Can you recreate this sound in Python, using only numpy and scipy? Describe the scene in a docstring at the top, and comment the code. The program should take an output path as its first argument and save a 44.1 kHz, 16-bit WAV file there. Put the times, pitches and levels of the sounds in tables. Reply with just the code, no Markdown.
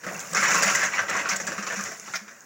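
"""Coal slides out of a woven plastic sack into a metal bucket, over a faint outdoor background.
The sack crinkles and a few lumps drop. From 0.35 s comes the rush: lumps clack, chink, thud and
rebound, small pieces rattle between them, the bucket rings and its wall booms under heavy blows.
Chips tick and edges scrape. After 1 s the flow thins to dribbles, ending near 2.4 s.
Reflections in the bucket and a short echo from the yard follow the contacts."""
import sys
import numpy as np
from scipy import signal
from scipy.fft import rfft, irfft
from scipy.io import wavfile

SR = 44100
rng = np.random.default_rng(int(sys.argv[2]) if len(sys.argv) > 2 else 0)


def persist_wave(psi):
    """Save psi, clipped to +-1, as 16-bit WAV."""
    counts = np.round(np.clip(psi, -1, 1) * 32767).astype(np.int16)
    wavfile.write(sys.argv[1], SR, np.atleast_2d(counts).T)


N = 108045
CLACK_T60_S, CHINK_T60_S, THUD_T60_S, TICK_T60_S = 0.023, 0.017, 0.033, 0.0037


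def undb(db):
    """Decibels to gain."""
    return 10 ** (np.asarray(db) / 20)


def unit(x):
    """Scale to an energy of 1."""
    return x / np.sqrt(np.sum(x ** 2) + 1e-18)


def fade(t60_s, size=22050):
    """Exponential decay, 60 dB in t60_s."""
    return np.exp(-np.log(1000) * np.arange(size) / SR / t60_s)


def add(out, at_s, x):
    """Mix x into out at at_s."""
    i = int(np.clip(at_s * SR, 0, len(out) - 1))
    out[i:i + len(x)] += x[:len(out) - i]


def through(x, response):
    """Convolve, keeping the length of x."""
    return signal.fftconvolve(x, response)[:len(x)]


def colour(points, size=4096):
    """Minimum-phase response from (Hz, relative dB) points."""
    hz, db = np.array(points).T
    bins_hz = np.maximum(np.arange(size // 2 + 1) * SR / size, 1)
    cepstrum = irfft(np.log(undb(np.interp(np.log(bins_hz), np.log(hz), db))))
    cepstrum[1:size // 2] *= 2
    cepstrum[size // 2 + 1:] = 0
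    return unit(irfft(np.exp(rfft(cepstrum))))


def contact(t60_s, lo_hz, hi_hz, crunch=1.32, size=1024):
    """An irregular piece hits: six short-lived modes plus the crunch of its crumbling edge."""
    hz, strength = rng.uniform(lo_hz, hi_hz, (6, 1)), rng.standard_normal((6, 1))
    t = np.arange(size) / SR
    modes = (strength * np.cos(2 * np.pi * hz * t)).sum(0) * fade(t60_s, size)
    crumble = rng.standard_normal(size) * fade(t60_s * 0.49, size)
    return unit(unit(modes) + crunch * unit(crumble))


def space(wet_db, size=11025, cavity_t60_s=0.07, echo_t60_s=0.27):
    """Response from one landing place: direct sound, bucket reflections, yard echo."""
    inside, outside = rng.standard_normal((2, size))
    cavity = unit(inside * fade(cavity_t60_s, size) * (1 - fade(0.0049, size)))
    echo = unit(outside * fade(echo_t60_s, size) * (1 - fade(0.079, size)))
    response = undb(wet_db) * (undb(-1) * cavity + undb(-7.5) * echo)
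    response[0] += 1
    return unit(response)


# Background spectrum. Each row: frequency in Hz, relative level in dB.
YARD_SPECTRUM = [(25,-27),(70,-19),(180,1),(350,-1),(800,-8),(1600,5.5),(3600,-24),(6500,-2),(9000,-18),(13500,-24),(15500,-10)]


def yard(level_db=-52):
    """Faint, steady outdoor noise."""
    return undb(level_db) * through(rng.standard_normal(N), colour(YARD_SPECTRUM))


# Creasing as the sack is tipped and shaken. Each row: time in seconds, relative level in dB.
SACK_LEVELS = [(0,-57),(.06,-46),(.22,-43),(.36,-43),(.6,-56),(1.0,-56),(1.45,-53),(1.62,-49),(1.86,-45),(2.05,-50),(2.2,-68),(2.45,-63)]
# Crease spectrum. Each row: frequency in Hz, relative level in dB.
CREASE_SPECTRUM = [(1500,-19),(4000,-14),(6600,7),(8000,-5),(10500,-9),(13500,-15),(15300,-2)]


def sack(creases_per_s=420, gain_db=-1.5):
    """Woven plastic creases in many tiny snaps."""
    snaps = np.zeros(N)
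    for k, (jitter, rank, sign) in enumerate(rng.random((1400, 3))):
        at_s = (k + 2 * jitter) / creases_per_s
        if at_s < N / SR:
            add(snaps, at_s, [np.sign(sign - .5) * undb(-4.5 * np.log(max(rank, .02)))])
    times_s, db = np.array(SACK_LEVELS).T
    snaps *= undb(gain_db + np.interp(np.arange(N) / SR, times_s, db)) / np.std(snaps)
    return through(through(snaps, colour(CREASE_SPECTRUM)), space(wet_db=-2))


# Flow of small pieces. Each row: time in seconds, then rattle, grit and rumble levels in relative dB.
FLOW_LEVELS = [(0,-50.5,-52,-58),(.08,-36,-41.5,-32),(.2,-36.5,-46.5,-42.5),(.3,-40,-38.5,-45.5),(.342,-38.5,-46,-37),(.36,-21.5,-28,-38.5),(.55,-20,-26.5,-30.5),(.68,-20,-25.5,-35),(.86,-26.5,-31,-37.5),(.91,-30.5,-40.5,-44.5),(.96,-23.5,-33,-38),(1.06,-36,-43.5,-42.5),(1.11,-26.5,-37,-33),(1.18,-24.5,-34,-39),(1.24,-33.5,-38.5,-36.5),(1.32,-22,-36,-42),(1.38,-48,-41,-45.5),(1.45,-35,-41,-36),(1.74,-33.5,-41,-45.5),(1.89,-35.5,-37.5,-42),(1.98,-45.5,-46.5,-53.5),(2.12,-42,-40.5,-51),(2.22,-54.5,-50.5,-57),(2.45,-57.5,-61,-60)]


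def small_pieces(column, tone, t60_s, band_hz, wet_db, per_s=260, spread_db=2.5):
    """Pieces of many sizes land at random times in five places; the flow sets their level."""
    kinds = [unit(through(contact(t60_s, *band_hz), tone)) for _ in range(96)]
    places = np.zeros((5, N))
    for k, (jitter, rank, kind, place) in enumerate(rng.random((2400, 4))):
        at_s = (k + 2 * jitter) / per_s
        if at_s < N / SR:
            strength = undb(-spread_db * np.log(max(rank, .03)))
            add(places[int(place * len(places))], at_s, strength * kinds[int(kind * len(kinds))])
    flow = np.array(FLOW_LEVELS)
    gain = undb(np.interp(np.arange(N) / SR, flow[:, 0], flow[:, column])) / np.std(places.sum(0))
    return sum(through(hits * gain, space(wet_db)) for hits in places)


# Lumps landing. Each row: start in seconds, clack, chink and thud levels in relative dB, pitch in Hz.
LANDINGS = [(.037,-29.5,-39.5,-37,1347),(.065,-26,-36.5,-28.5,1515),(.079,-26,-46,-45,1430),(.33,-27,-40,-32.5,1410),(.348,-16,-21,-28.5,1576),(.37,-14.5,-19.5,-33,1683),(.428,-13,-21.5,-29,1620),(.451,-17,-31,-40,1635),(.482,-24,-21,-37,1480),(.506,-20,-16.5,-28,1720),(.544,-16.5,-17,-28,1250),(.554,-20,-32,-28,1220),(.623,-13.5,-14.5,-29,1670),(.664,-20,-28,-25.5,1510),(.677,-14.5,-20.5,-39,1666),(.702,-23,-23,-31,1360),(.749,-20,-21,-34,1560),(.775,-20,-28,-31,1620),(.81,-15.5,-26,-38,1723),(.831,-15,-28,-25.5,1670),(.849,-19.5,-20.5,-32,1900),(.934,-18,-40,-42,2000),(.983,-14.5,-34.5,-36.5,1474),(.99,-17.5,-25.5,-28,1700),(1.029,-32,-47,-34.5,1720),(1.084,-22,-35,-32,1640),(1.093,-22,-33,-29.5,1750),(1.126,-28,-51,-46,1700),(1.149,-20.5,-33,-28,1190),(1.166,-21,-25,-30,1587),(1.192,-20,-29.5,-40,2170),(1.257,-19,-41,-42,1420),(1.289,-23,-17.5,-40.5,1600),(1.31,-25.5,-25,-32.5,1716),(1.334,-22,-41,-31.5,1540),(1.4,-25.5,-25,-30,1880),(1.473,-21.5,-24.5,-33,1466),(1.518,-26,-31.5,-30,1365),(1.58,-23.5,-32.5,-59,1490),(1.625,-27.5,-30,-53,1420),(1.667,-23,-25,-36,1160),(1.701,-21.5,-33,-30,1654),(1.723,-23,-30,-30,1502),(1.76,-30,-26.5,-58,1930),(1.791,-24,-29.5,-39,1510),(1.859,-28.5,-30.5,-41,1590),(1.915,-30.5,-35.5,-33.5,1710),(2.077,-32,-40,-41,980),(2.137,-19.5,-27.5,-35.5,1754),(2.155,-28,-35,-57,2170),(2.28,-35.5,-41.5,-54,1770),(2.309,-38,-45,-47.5,1590)]
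# Successive contacts of one lump. Each entry: relative level in dB.
BOUNCES_DB = [-0.5, -2, -2.5, -8.5, -11, -11]


def lumps(column, tone, t60_s, pitch_ratio, wet_db, mean_gap_s=0.0042, spread_ratio=1.315, size=9000):
    """Each lump lands and rebounds a few times, ever more weakly."""
    out = np.zeros(N)
    for row in LANDINGS:
        blow, at_s, hz = np.zeros(size), 0, row[4] * pitch_ratio
        for db in BOUNCES_DB:
            add(blow, at_s, undb(db) * contact(t60_s, hz / spread_ratio, hz * spread_ratio, crunch=2.4))
            at_s += mean_gap_s * rng.uniform(.4, 1.6)
        blow = unit(through(through(blow, tone), space(wet_db, size)))
        add(out, row[0], undb(row[column]) * np.sqrt(0.017 * SR) * blow)  # level over 17 ms
    return out


# Bucket modes. Each row: frequency in Hz, relative level in dB, T60 in seconds.
BUCKET_MODES = [(425,-4,0.43),(582.4,1,0.33),(674,-1.5,0.29),(775,1,0.16),(1063,-13,.25),(1070,-21,0.43),(1079,6.5,0.18),(1222,-20,0.18),(1540,8.5,0.067),(1641,-11,0.29),(1884,-2,0.47),(2100,-19,0.39)]


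def bucket_ring(drive, gain_db=-9, size=22050):
    """Impacts excite the metal's modes; random signs stand for the place struck."""
    t = np.arange(size) / SR
    ring = sum(rng.choice([-1, 1]) * undb(db) * fade(t60_s, size) * np.sin(2 * np.pi * hz * t)
               for hz, db, t60_s in BUCKET_MODES)
    return undb(gain_db) * through(drive, unit(ring))


# Spectra of the coal contacts. Each row: frequency in Hz, relative level in dB.
CLACK_SPECTRUM = [(300,-34),(700,-12),(1050,-2.5),(1450,-1),(2000,-2),(2600,-6.5),(3200,-15),(4500,-18),(8000,-51)]
CHINK_SPECTRUM = [(2000,-44.5),(3200,-13.5),(4200,-13),(5000,-6),(5700,2),(7200,0),(8400,-19.5),(11000,-23),(13700,-38.5),(15200,-12.5),(16500,-42)]
THUD_SPECTRUM = [(30,-46),(60,-20),(105,-12),(185,5.5),(250,-4.5),(320,-4),(420,-4),(520,-4.5),(680,-0.5),(880,-2),(1100,-3.5),(2000,-29)]


def coal():
    """Lumps clack, brittle edges chink, the heap thuds; small pieces fill in and the bucket rings."""
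    mid, high, low = colour(CLACK_SPECTRUM), colour(CHINK_SPECTRUM), colour(THUD_SPECTRUM)
    clack = undb(-7) * lumps(1, mid, CLACK_T60_S, pitch_ratio=1, wet_db=1.5)
    rattle = undb(-4) * small_pieces(1, mid, CLACK_T60_S, band_hz=(684, 3010), wet_db=0.5)
    chink = undb(-7.5) * lumps(2, high, CHINK_T60_S, pitch_ratio=3.4, wet_db=2)
    grit = undb(-3.5) * small_pieces(2, high, TICK_T60_S, band_hz=(2700, 15700), wet_db=4, per_s=520)
    thud = undb(-8.5) * lumps(3, low, THUD_T60_S, pitch_ratio=0.348, wet_db=-0.5)
    rumble = undb(-3.5) * small_pieces(3, low, THUD_T60_S, band_hz=(98, 803), wet_db=1)
    metal = bucket_ring(undb(-9) * (thud + rumble) + undb(-13) * (clack + rattle))
    return clack + rattle + chink + grit + thud + rumble + metal


# Heavy blows on the bucket. Each row: start in seconds, pitch in Hz, relative level in dB.
HEAVY_BLOWS = [(0.061,184.4,-39),(0.149,169.6,-44),(.315,175,-39),(0.377,199.6,-37.5),(0.512,191,-43),(0.651,198,-32),(.84,191,-44),(1.001,106,-50.5),(1.11,191,-40),(1.32,195,-38.5),(1.58,202,-36),(1.77,199,-34),(1.834,105,-54),(2.02,203,-55),(2.139,183,-48),(2.212,208,-46.5)]


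def bucket_booms(rise_t60_s=0.11, t60_s=0.16, gain_db=-2, size=22050):
    """The wall flexes under each heavy blow with a short, low swell."""
    out, t = np.zeros(N), np.arange(size) / SR
    swell = fade(t60_s, size) * (1 - fade(rise_t60_s, size))
    for at_s, hz, db in HEAVY_BLOWS:
        boom = unit(np.sin(2 * np.pi * hz * t) * swell)
        add(out, at_s, undb(db + gain_db) * np.sqrt(0.037 * SR) * boom)  # level over 37 ms
    return out


# Sharp ticks. Each row: start in seconds, relative level in dB.
TICK_EVENTS = [(.1655,-33.5),(.194,-28.5),(.3495,-22),(1.400,-44),(1.81,-29),(1.839,-26),(1.998,-32),(2.407,-40)]
# Tick spectrum. Each row: frequency in Hz, relative level in dB.
TICK_SPECTRUM = [(1000,-28),(3500,-20),(5200,-3),(6800,6),(8000,-11.5),(9500,-17),(13500,-16),(15300,-19.5)]


def ticks(gain_db=-3.5):
    """Lone, nearly dry snaps of chips and sack creases."""
    out, tone = np.zeros(N), colour(TICK_SPECTRUM)
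    for at_s, db in TICK_EVENTS:
        snap = through(contact(TICK_T60_S, lo_hz=4920, hi_hz=9500, crunch=1.4), tone)
        snap = unit(signal.fftconvolve(snap, space(wet_db=-6)))
        add(out, at_s, undb(db + gain_db) * np.sqrt(0.0046 * SR) * snap)  # level over 4.6 ms
    return out


# Lumps grinding along the bucket's metal wall. Each row: start and length in seconds, centre in Hz, relative
# level in dB.
SCRAPE_EVENTS = [(0.193,.025,6300,-32.5),(0.331,0.0073,6700,-26),(0.628,0.011,6360,-22.5),(0.748,0.015,6340,-21.5),(.839,0.01,6400,-28.5),(1.287,0.055,5100,-32.5),(1.359,.013,6430,-23.5),(1.094,0.013,6350,-27),(1.469,0.011,6640,-28.5),(1.836,0.0088,6940,-37),(2.154,0.019,5000,-27)]


def scrapes(catches_per_s=2500, release_s=0.0042, gain_db=-4, size=6000):
    """Lumps grind along the metal wall: a dense run of tiny catches around one pitch."""
    out, t = np.zeros(N), np.arange(size) / SR
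    for at_s, length_s, hz, db in SCRAPE_EVENTS:
        catches = (rng.random(size) < catches_per_s / SR) * rng.standard_normal(size)
        catches *= np.clip((length_s - t) / release_s, 0, 1)
        tone = colour([(hz * 0.23, -17), (hz * 0.72, -10), (hz * 0.99, 0), (hz * 1.195, 0),
                       (hz * 1.356, -18), (13500, -28), (15300, -15)])
        scrape = unit(through(through(catches, tone), space(wet_db=-4)))
        add(out, at_s, undb(db + gain_db) * np.sqrt(length_s * SR) * scrape)
    return out


def scene():
    """Mono mix of the pour over the quiet yard."""
    return (yard() + coal() + scrapes() + ticks() + sack() + bucket_booms())[None]


def record(dry, cutoff_hz=16200):
    """Steep low-pass on the top treble."""
    return signal.sosfilt(signal.ellip(10, .2, 80, cutoff_hz, fs=SR, output="sos"), dry)


dry = scene()
out = record(dry)
persist_wave(out)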